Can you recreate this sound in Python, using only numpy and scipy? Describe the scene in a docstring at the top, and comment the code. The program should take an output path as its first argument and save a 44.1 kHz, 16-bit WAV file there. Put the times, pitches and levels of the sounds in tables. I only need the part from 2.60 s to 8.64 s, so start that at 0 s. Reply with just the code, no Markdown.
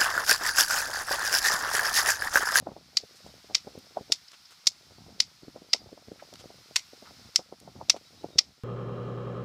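"""Gusts drive eddies across the microphone port over an airy hiss, by a lake. Almost at once a big knife
starts stripping the armoured hide off a big fish on a flatbed truck: each chop is a few milliseconds of
cracking bony scales, thrown back by the truck, and the hide crackles as it is pulled between blows.
A small bird calls far away from the third second on. After six chops and a pause come four more,
the first two leaving the blade ringing, and the bird returns around the last."""
import sys
import numpy as np
from scipy import signal
from scipy.fft import rfft, irfft
from scipy.io import wavfile
from scipy.ndimage import uniform_filter1d, minimum_filter1d

SR = 44100
rng = np.random.default_rng(int(sys.argv[2]) if len(sys.argv) > 2 else 0)


def transcribe(u):
    """Save the signal u as a 16-bit wav file named by the first command-line argument.

    u: samples, shape (n,) or (channels, n), limited to [-1, 1]; the rate is SR.
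    q: integer samples, one column per channel.
    """
    v = np.clip(np.atleast_2d(u).T, -1, 1)
    q = np.round(v * 32767).astype(np.int16)
    wavfile.write(sys.argv[1], SR, q)


N = 266187
TIME = np.arange(N) / SR
GRAZE_S = 0.01  # the edge grazes the hide this long before it bites
EDDY_HZ = 440  # typical pitch of a small eddy


def knife_blows(chop_db=1.5, blade_t60_s=0.09):
    """Every chop lands in the open air and slaps back off the truck; two leave the steel ringing."""
    # The blows. Each row: contact in seconds, bite length in seconds, split length in seconds,
    # relative level in dB, ring of the scales in Hz, then boosts of ring, body and top edge in dB.
    blows = [(0.3692, 0.0016, 0.001, -19, 4550, 4, -4, -5),
             (0.9467, 0.0046, 0.00059, -19, 5400, 4, 2.5, -4.5),
             (1.52, 0.0014, 0.0024, -18.5, 3540, 4, -2, -0.5),
             (2.069, 0.00061, 0.0048, -15.5, 5400, -1, -8, -3),
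             (2.601, 0.002, 0.0014, -17.5, 4700, 4, 0.9, -2.5),
             (3.132, 0.0025, 0.00096, -17, 5400, 4.5, 2.5, -4),
             (4.1582, 0.00146, 0.0056, -20, 4360, 5.5, 17, 13),
             (4.7588, 0.00014, 0.001, -17, 5150, 4.5, 0, 3),
             (5.2964, 0.00079, 0.0052, -14.5, 5780, 7.5, 5.5, 1.5),
             (5.784, 0.0026, 0.0044, -13.5, 5510, 6, -0.6, -5.5)]
    # Echo off the steel rack behind the cab, fading as the phone moves aside.
    # Each row: time in seconds, echo gain in dB.
    echo_fade = [(0, -13), (2.6, -14.5), (4.7, -30)]
    # The ringing blade. Each row: start in seconds, pitch in Hz, level in dB.
    blade_rings = [(4.163, 5740, -28), (4.761, 5780, -31)]
    out, t = np.zeros(N), np.arange(SR // 4) / SR
    for s, *shape in blows:
        crack = undb(chop_db) * open_air(chop(*shape))
        echo_db = np.interp(s, *np.transpose(echo_fade))
        add(out, s - GRAZE_S, crack + rack_echo(crack, echo_db))
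    for s, hz, db in blade_rings:
        decay = np.exp(-np.log(1000) * t / blade_t60_s)
        add(out, s, undb(db) * np.sin(2 * np.pi * hz * t) * decay)
    return out


def chop(bite_s, split_s, db, ring_hz, ring_db, body_db, edge_db, graze_db=-39, graze_rise_s=0.017,
         bite_db=-9, fade_s=0.0024, ring_width_hz=700, splinter_db=-34, splinter_s=0.018):
    """The edge grazes the hide and bites, scales split in a dense burst, and splinters go on snapping."""
    # Tone of a cracking scale. Each row: frequency in Hz, gain in dB.
    scale_tone = [(500, -36.5), (950, -23.5), (1350, -24), (1650, -26), (2100, -9.5), (2800, -12),
                  (4000, -4), (5200, 1), (6200, -5.5), (7800, -12.5), (8900, -24.5), (10200, -23),
                  (12500, -31), (14800, -37)]
    t = np.arange(SR // 12) / SR - GRAZE_S
    since_split = np.maximum(t - bite_s - split_s, 0)
    graze = undb(graze_db) * np.exp(np.minimum(t, 0) / graze_rise_s)
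    force = np.select([t < 0, t < bite_s], [graze, undb(bite_db)], np.exp(-since_split / fade_s))
    split = unit(flatten(force * crackle(len(t), per_s=11000, spread_db=1.5)))
    splinter_fade = np.exp(-since_split / splinter_s) * (since_split > 0)
    splinters = unit(splinter_fade * crackle(len(t), per_s=1900, spread_db=3))

    def scales_db(hz):
        body = body_db / (1 + (hz / 3600) ** 6)  # a deeper cut moves more of the hide
        edge = edge_db * (1 - 1 / (1 + (hz / 6200) ** 10))  # a cleaner break is brighter
        ring = ring_db * bell(hz, ring_hz, ring_width_hz)
        return spectrum_db(scale_tone, hz) + body + edge + ring

    # the splinters sound at one fixed level, however loud the chop
    crack = colour(split + undb(splinter_db - db) * splinters, scales_db)
    return undb(db) * crack / np.sqrt(np.sum(crack ** 2) / (SR / 100))  # level counted over 10 ms


def rack_echo(x, db, delay_s=0.0135, low_cut_hz=8500):
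    """One bright slap off the rack: its narrow steel slats return only the treble."""
    treble = signal.sosfilt(signal.butter(2, low_cut_hz, "high", fs=SR, output="sos"), x)
    echo = np.zeros(len(x))
    add(echo, delay_s, treble)
    return undb(db) * echo


def tearing_hide():
    """Fibres snap in small clusters as the strip of hide is pulled up."""
    # Rips and knife scrapes. Each row: start in seconds, length in seconds, centre in Hz,
    # width in Hz, level in dB.
    rips = [(0.555, 0.023, 6300, 2980, -59.5), (0.653, 0.031, 5700, 2490, -59.5),
            (1.188, 0.0025, 10400, 3000, -54.5), (1.68, 0.0085, 4960, 790, -49.5),
            (1.716, 0.0054, 4520, 3400, -51), (1.73, 0.02, 2620, 3000, -54), (1.852, 0.011, 5130, 600, -53),
            (1.904, 0.028, 3900, 4940, -56), (2.058, 0.0055, 5000, 1000, -48),
            (3.59, 0.022, 1930, 1000, -56), (3.738, 0.0026, 5200, 3000, -44),
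            (3.755, 0.0037, 4340, 2450, -47), (3.786, 0.03, 4300, 2880, -54),
            (4.453, 0.038, 1340, 690, -56.5), (5, 0.0028, 7500, 5000, -51), (5.362, 0.013, 4080, 2500, -52)]
    out, t = np.zeros(N), np.arange(SR // 6) / SR
    for s, length_s, centre_hz, width_hz, db in rips:
        pull = bell(t, length_s / 2, length_s * 0.86)
        snaps = pull * crackle(len(t), per_s=10000, spread_db=7.5)
        rip = colour(snaps, lambda hz: -20 * np.log10(1 + ((hz - centre_hz) / width_hz) ** 2))
        add(out, s, undb(db) * rip / np.sqrt(np.sum(rip ** 2) / (length_s * SR)))
    return open_air(out)[:N]


def open_air(x, scatter_db=-23, scatter_t60_s=0.049, far_db=-36, far_t60_s=0.26):
    """Direct sound, short scatter off truck and ground, faint far tail; new each time as the phone moves."""
    t = np.arange(SR // 2) / SR
    response = (t == 0) * 1.
    for db, t60_s in ((scatter_db, scatter_t60_s), (far_db, far_t60_s)):
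        tail = rng.standard_normal(len(t)) * np.exp(-np.log(1000) * t / t60_s) * (t > .003)
        response += undb(db) * tail / np.linalg.norm(tail)
    return signal.fftconvolve(x, response)


def wind(flutter_db=5.5, stream_db=-7, flicker_db=4.0):
    """Strong puffs and many weak ones hit the port over a restless flutter that follows the gusts."""
    # The strongest eddies. Each row: time in seconds, peak in dB, pitch in Hz.
    strong_eddies = [(0.0716, -21.5, 565), (0.0898, -30.5, 500), (0.1185, -31, 526), (0.1661, -32.5, 517),
                     (0.4373, -34, 350), (0.6649, -35.5, 485), (0.9002, -33, 546), (0.9098, -34, 506),
                     (1.0721, -30, 430), (1.077, -31, 505), (1.1551, -36, 450), (1.1777, -30, 320),
                     (1.3724, -19, 698), (1.4108, -31, 396), (1.5012, -31, 430), (2.8337, -35.5, 258),
                     (2.8822, -31, 227), (2.9618, -29.5, 520), (3.0206, -36.5, 383), (3.1475, -29, 620),
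                     (3.3298, -31.5, 323), (3.3776, -40.5, 610), (3.4846, -33.5, 310), (3.5186, -29.5, 385),
                     (3.6256, -35.5, 644), (3.7291, -37, 470), (3.842, -35.5, 545), (3.8582, -36, 318),
                     (3.9047, -36.5, 587), (4.111, -42.5, 475), (4.3345, -38.5, 450), (4.4264, -36, 440),
                     (4.5095, -39.5, 490), (4.794, -27, 540), (4.926, -31.5, 542), (5.0777, -35, 606),
                     (5.2138, -28, 823), (5.3452, -28, 577), (5.3646, -31, 590), (5.645, -23, 493),
                     (5.759, -29, 293)]
    # Tone of the low flutter. Each row: frequency in Hz, gain in dB.
    flutter_tone = [(20, -40), (35, -19), (65, 3), (130, 4), (250, 0), (500, -19), (750, -9.5), (1100, -23),
                    (2200, -37.5), (8000, -82)]
    puffs = np.zeros(N)
    for s, db, hz in [*strong_eddies, *small_eddies()]:
        eddy = puff(db, hz)
        add(puffs, s - len(eddy) / SR / 2, eddy)
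    stream = undb(stream_db) * rng.standard_normal(N)
    buffets = unit(crackle(N, per_s=140, spread_db=2.5))
    turbulence = (stream + buffets) * undb(flicker_db * wander(28))
    flutter = unit(colour(turbulence, lambda hz: spectrum_db(flutter_tone, hz)))
    return puffs + flutter * undb(gust_db(TIME) + flutter_db)


def puff(db, hz, swing_s=0.0014, wake_db=-15, wake_s=0.012, lead_s=0.0055, wake_low_hz=110,
         spit_db=-27, spit_s=0.0007):
    """One eddy crosses the port: a swing of pressure, a turbulent wake and a faint spit."""
    # Eddies near the port's pitch set it ringing and last longer.
    # In order: pitch in Hz, width in Hz, extra length as a multiple.
    port_ring = (724, 109, 1.37)
    port_hz, port_width_hz, stretch = port_ring
    t = np.arange(SR // 20) / SR - 1 / 40  # centred in 50 ms
    ring_s = swing_s * (1 + stretch * bell(hz, port_hz, port_width_hz))
    swing = bell(t, 0, ring_s) * np.cos(2 * np.pi * (hz * t + rng.random()))
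    low_hz = wake_low_hz * (hz / EDDY_HZ) ** 2  # a small, high eddy leaves little bass behind
    wake_shape = np.exp(np.minimum(t / lead_s, -t / wake_s))
    wake = noise_band(len(t), low_hz, min(1.58 * hz, 950)) * wake_shape
    spit = noise_band(len(t), 880, 2030) * np.exp(-np.abs(t) / spit_s)
    return undb(db) * (swing + undb(wake_db) * wake + undb(spit_db) * spit)


def small_eddies(per_s=30, above_gust_db=17, spread_db=4.0, spread_octaves=0.31):
    """Weak eddies pass at uneven moments and hit harder in a gust."""
    count = int(per_s * N / SR)
    lag, strength, pitch = rng.uniform(-1, 1, (count, 3)).T
    s = (np.arange(count) + lag) / per_s
    peak_db = gust_db(s) + above_gust_db + spread_db * strength
    return zip(s, peak_db, EDDY_HZ * 2 ** (spread_octaves * pitch))


def gust_db(s):
    """The wind at the port rises and drops: its strength at s seconds."""
    # The gusts. 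Each row: time in seconds, relative level in dB.
    gusts = [(0, -61), (0.48, -71), (0.72, -65.5), (1.45, -69.5), (1.72, -83), (1.95, -81), (2.46, -62),
             (2.72, -74), (3.2, -60), (3.42, -70), (3.85, -63), (4.17, -76), (4.65, -66), (4.87, -71),
             (5.2, -58.5), (5.52, -70.5), (5.72, -58), (5.95, -76)]
    return np.interp(s, *np.transpose(gusts))


def airy_hiss(hiss_db=1.0):
    """A smooth bed of outdoor hiss swells with the breeze."""
    # Tone of the hiss. Each row: frequency in Hz, gain in dB.
    hiss_tone = [(25, -36), (80, -15), (300, -24.5), (700, -9), (1000, -4.5), (1350, -6.5), (1650, -5),
                 (2100, -2.5), (2900, -4.5), (4100, 1.5), (5200, 3.5), (6500, -6), (8200, -11.5),
                 (15000, -17.5)]
    # Swells of the breeze. Each row: time in seconds, relative level in dB.
    swells = [(0.0, -63.5), (0.25, -61), (0.59, -57), (0.82, -57.5), (3.41, -61), (3.71, -58),
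              (4.65, -56.5), (4.91, -62), (5.63, -59.5), (6.04, -65.5)]
    hiss = unit(colour(rng.standard_normal(N), lambda hz: spectrum_db(hiss_tone, hz)))
    return hiss * undb(np.interp(TIME, *np.transpose(swells)) + hiss_db)


def distant_bird(bird_db=-3.0, pitch_blur=0.005):
    """Thin gliding whistles from far off, slightly blurred by the moving air."""
    # The whistles. Each row: start in seconds, length in seconds, first and last pitch in Hz,
    # relative level in dB.
    whistles = [(2.33, 0.094, 4400, 4680, -58), (2.811, 0.067, 4400, 4420, -58),
                (3.08, 0.073, 4940, 4820, -49), (3.16, 0.077, 4770, 4800, -50),
                (5.444, 0.054, 3800, 4050, -54), (5.565, .08, 3780, 4000, -56),
                (5.687, 0.12, 3750, 3720, -56.5)]
    out = np.zeros(N)
    for s, length_s, start_hz, end_hz, db in whistles:
        glide = np.linspace(start_hz, end_hz, int(length_s * SR))
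        hz = glide * (1 + pitch_blur * wander(400)[:len(glide)])
        whistle = np.hanning(len(hz)) * np.sin(2 * np.pi * np.cumsum(hz) / SR)
        add(out, s, undb(db + bird_db) * whistle)
    return out


def undb(db):
    """Decibels to gain."""
    return 10 ** (np.asarray(db) / 20)


def unit(x):
    """Scale to rms 1."""
    return x / np.sqrt(np.mean(x ** 2) + 1e-18)


def add(out, s, x):
    """Mix x into out, starting at s seconds."""
    i = max(int(s * SR), 0)
    out[i:i + len(x)] += x[:max(len(out) - i, 0)]


def bell(x, centre, width):
    """Smooth hump of height 1."""
    return np.exp(-2 * ((x - centre) / width) ** 2)


def spectrum_db(points, hz):
    """Read a tone curve on a log-frequency axis."""
    points_hz, db = np.transpose(points)
    return np.interp(np.log(hz + 1), np.log(points_hz), db)


def colour(x, db_at, size=2048):
    """Minimum-phase EQ whose gain in dB is a function of frequency."""
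    cepstrum = irfft(np.log(undb(db_at(np.fft.rfftfreq(size, 1 / SR)))))
    cepstrum[1:size // 2] *= 2
    cepstrum[size // 2 + 1:] = 0
    response = irfft(np.exp(rfft(cepstrum)))
    return signal.fftconvolve(x, response)[:len(x)]


def flatten(x, smooth_bins=55):
    """Even out the broad colour of a burst and keep its narrow resonances."""
    power = uniform_filter1d(np.abs(rfft(x, 2048)) ** 2, smooth_bins)
    return colour(x, lambda hz: -10 * np.log10(power / power.mean() + 1e-4))


def noise_band(count, low_hz, high_hz):
    """Noise between two frequencies, rms 1."""
    band = signal.butter(4, [low_hz, high_hz], "band", fs=SR, output="sos")
    return unit(signal.sosfilt(band, rng.standard_normal(count)))


def wander(rate_hz):
    """Smooth random drift, rms 1."""
    hold = int(SR / rate_hz)
    steps = np.repeat(rng.standard_normal(N // hold + 1), hold)[:N]
    return unit(uniform_filter1d(uniform_filter1d(steps, hold), hold))


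def crackle(count, per_s, spread_db):
    """Tiny clicks of uneven size at random moments."""
    clicks = (rng.random(count) < per_s / SR) * rng.choice([-1, 1], count)
    return clicks * undb(spread_db * rng.standard_normal(count))


def scene():
    """Everything as it reaches the one microphone."""
    return (knife_blows() + tearing_hide() + wind() + airy_hiss() + distant_bird())[None]


def record(dry, ceiling=0.93, low_cut_hz=45, high_cut_hz=15350, limiter_samples=45):
    """The port colours the sound; the phone cuts deep rumble, limits the highest peaks and cuts the top."""
    # Resonances of the microphone port. Each row: centre in Hz, width in Hz, gain in dB.
    resonances = [(760, 270, 1), (1343, 320, 5.5), (5320, 105, 1.5), (9830, 130, -2.5)]
    x = colour(dry[0], lambda hz: sum(db * bell(hz, centre, width) for centre, width, db in resonances))
    x = signal.sosfilt(signal.butter(2, low_cut_hz, "high", fs=SR, output="sos"), x)
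    safe_gain = ceiling / np.maximum(np.abs(x), ceiling)
    gain = uniform_filter1d(minimum_filter1d(safe_gain, limiter_samples), limiter_samples)
    high_cut = signal.ellip(8, .2, 70, high_cut_hz, fs=SR, output="sos")
    return signal.sosfilt(high_cut, x * gain)[None]


dry = scene()
out = record(dry)
transcribe(out)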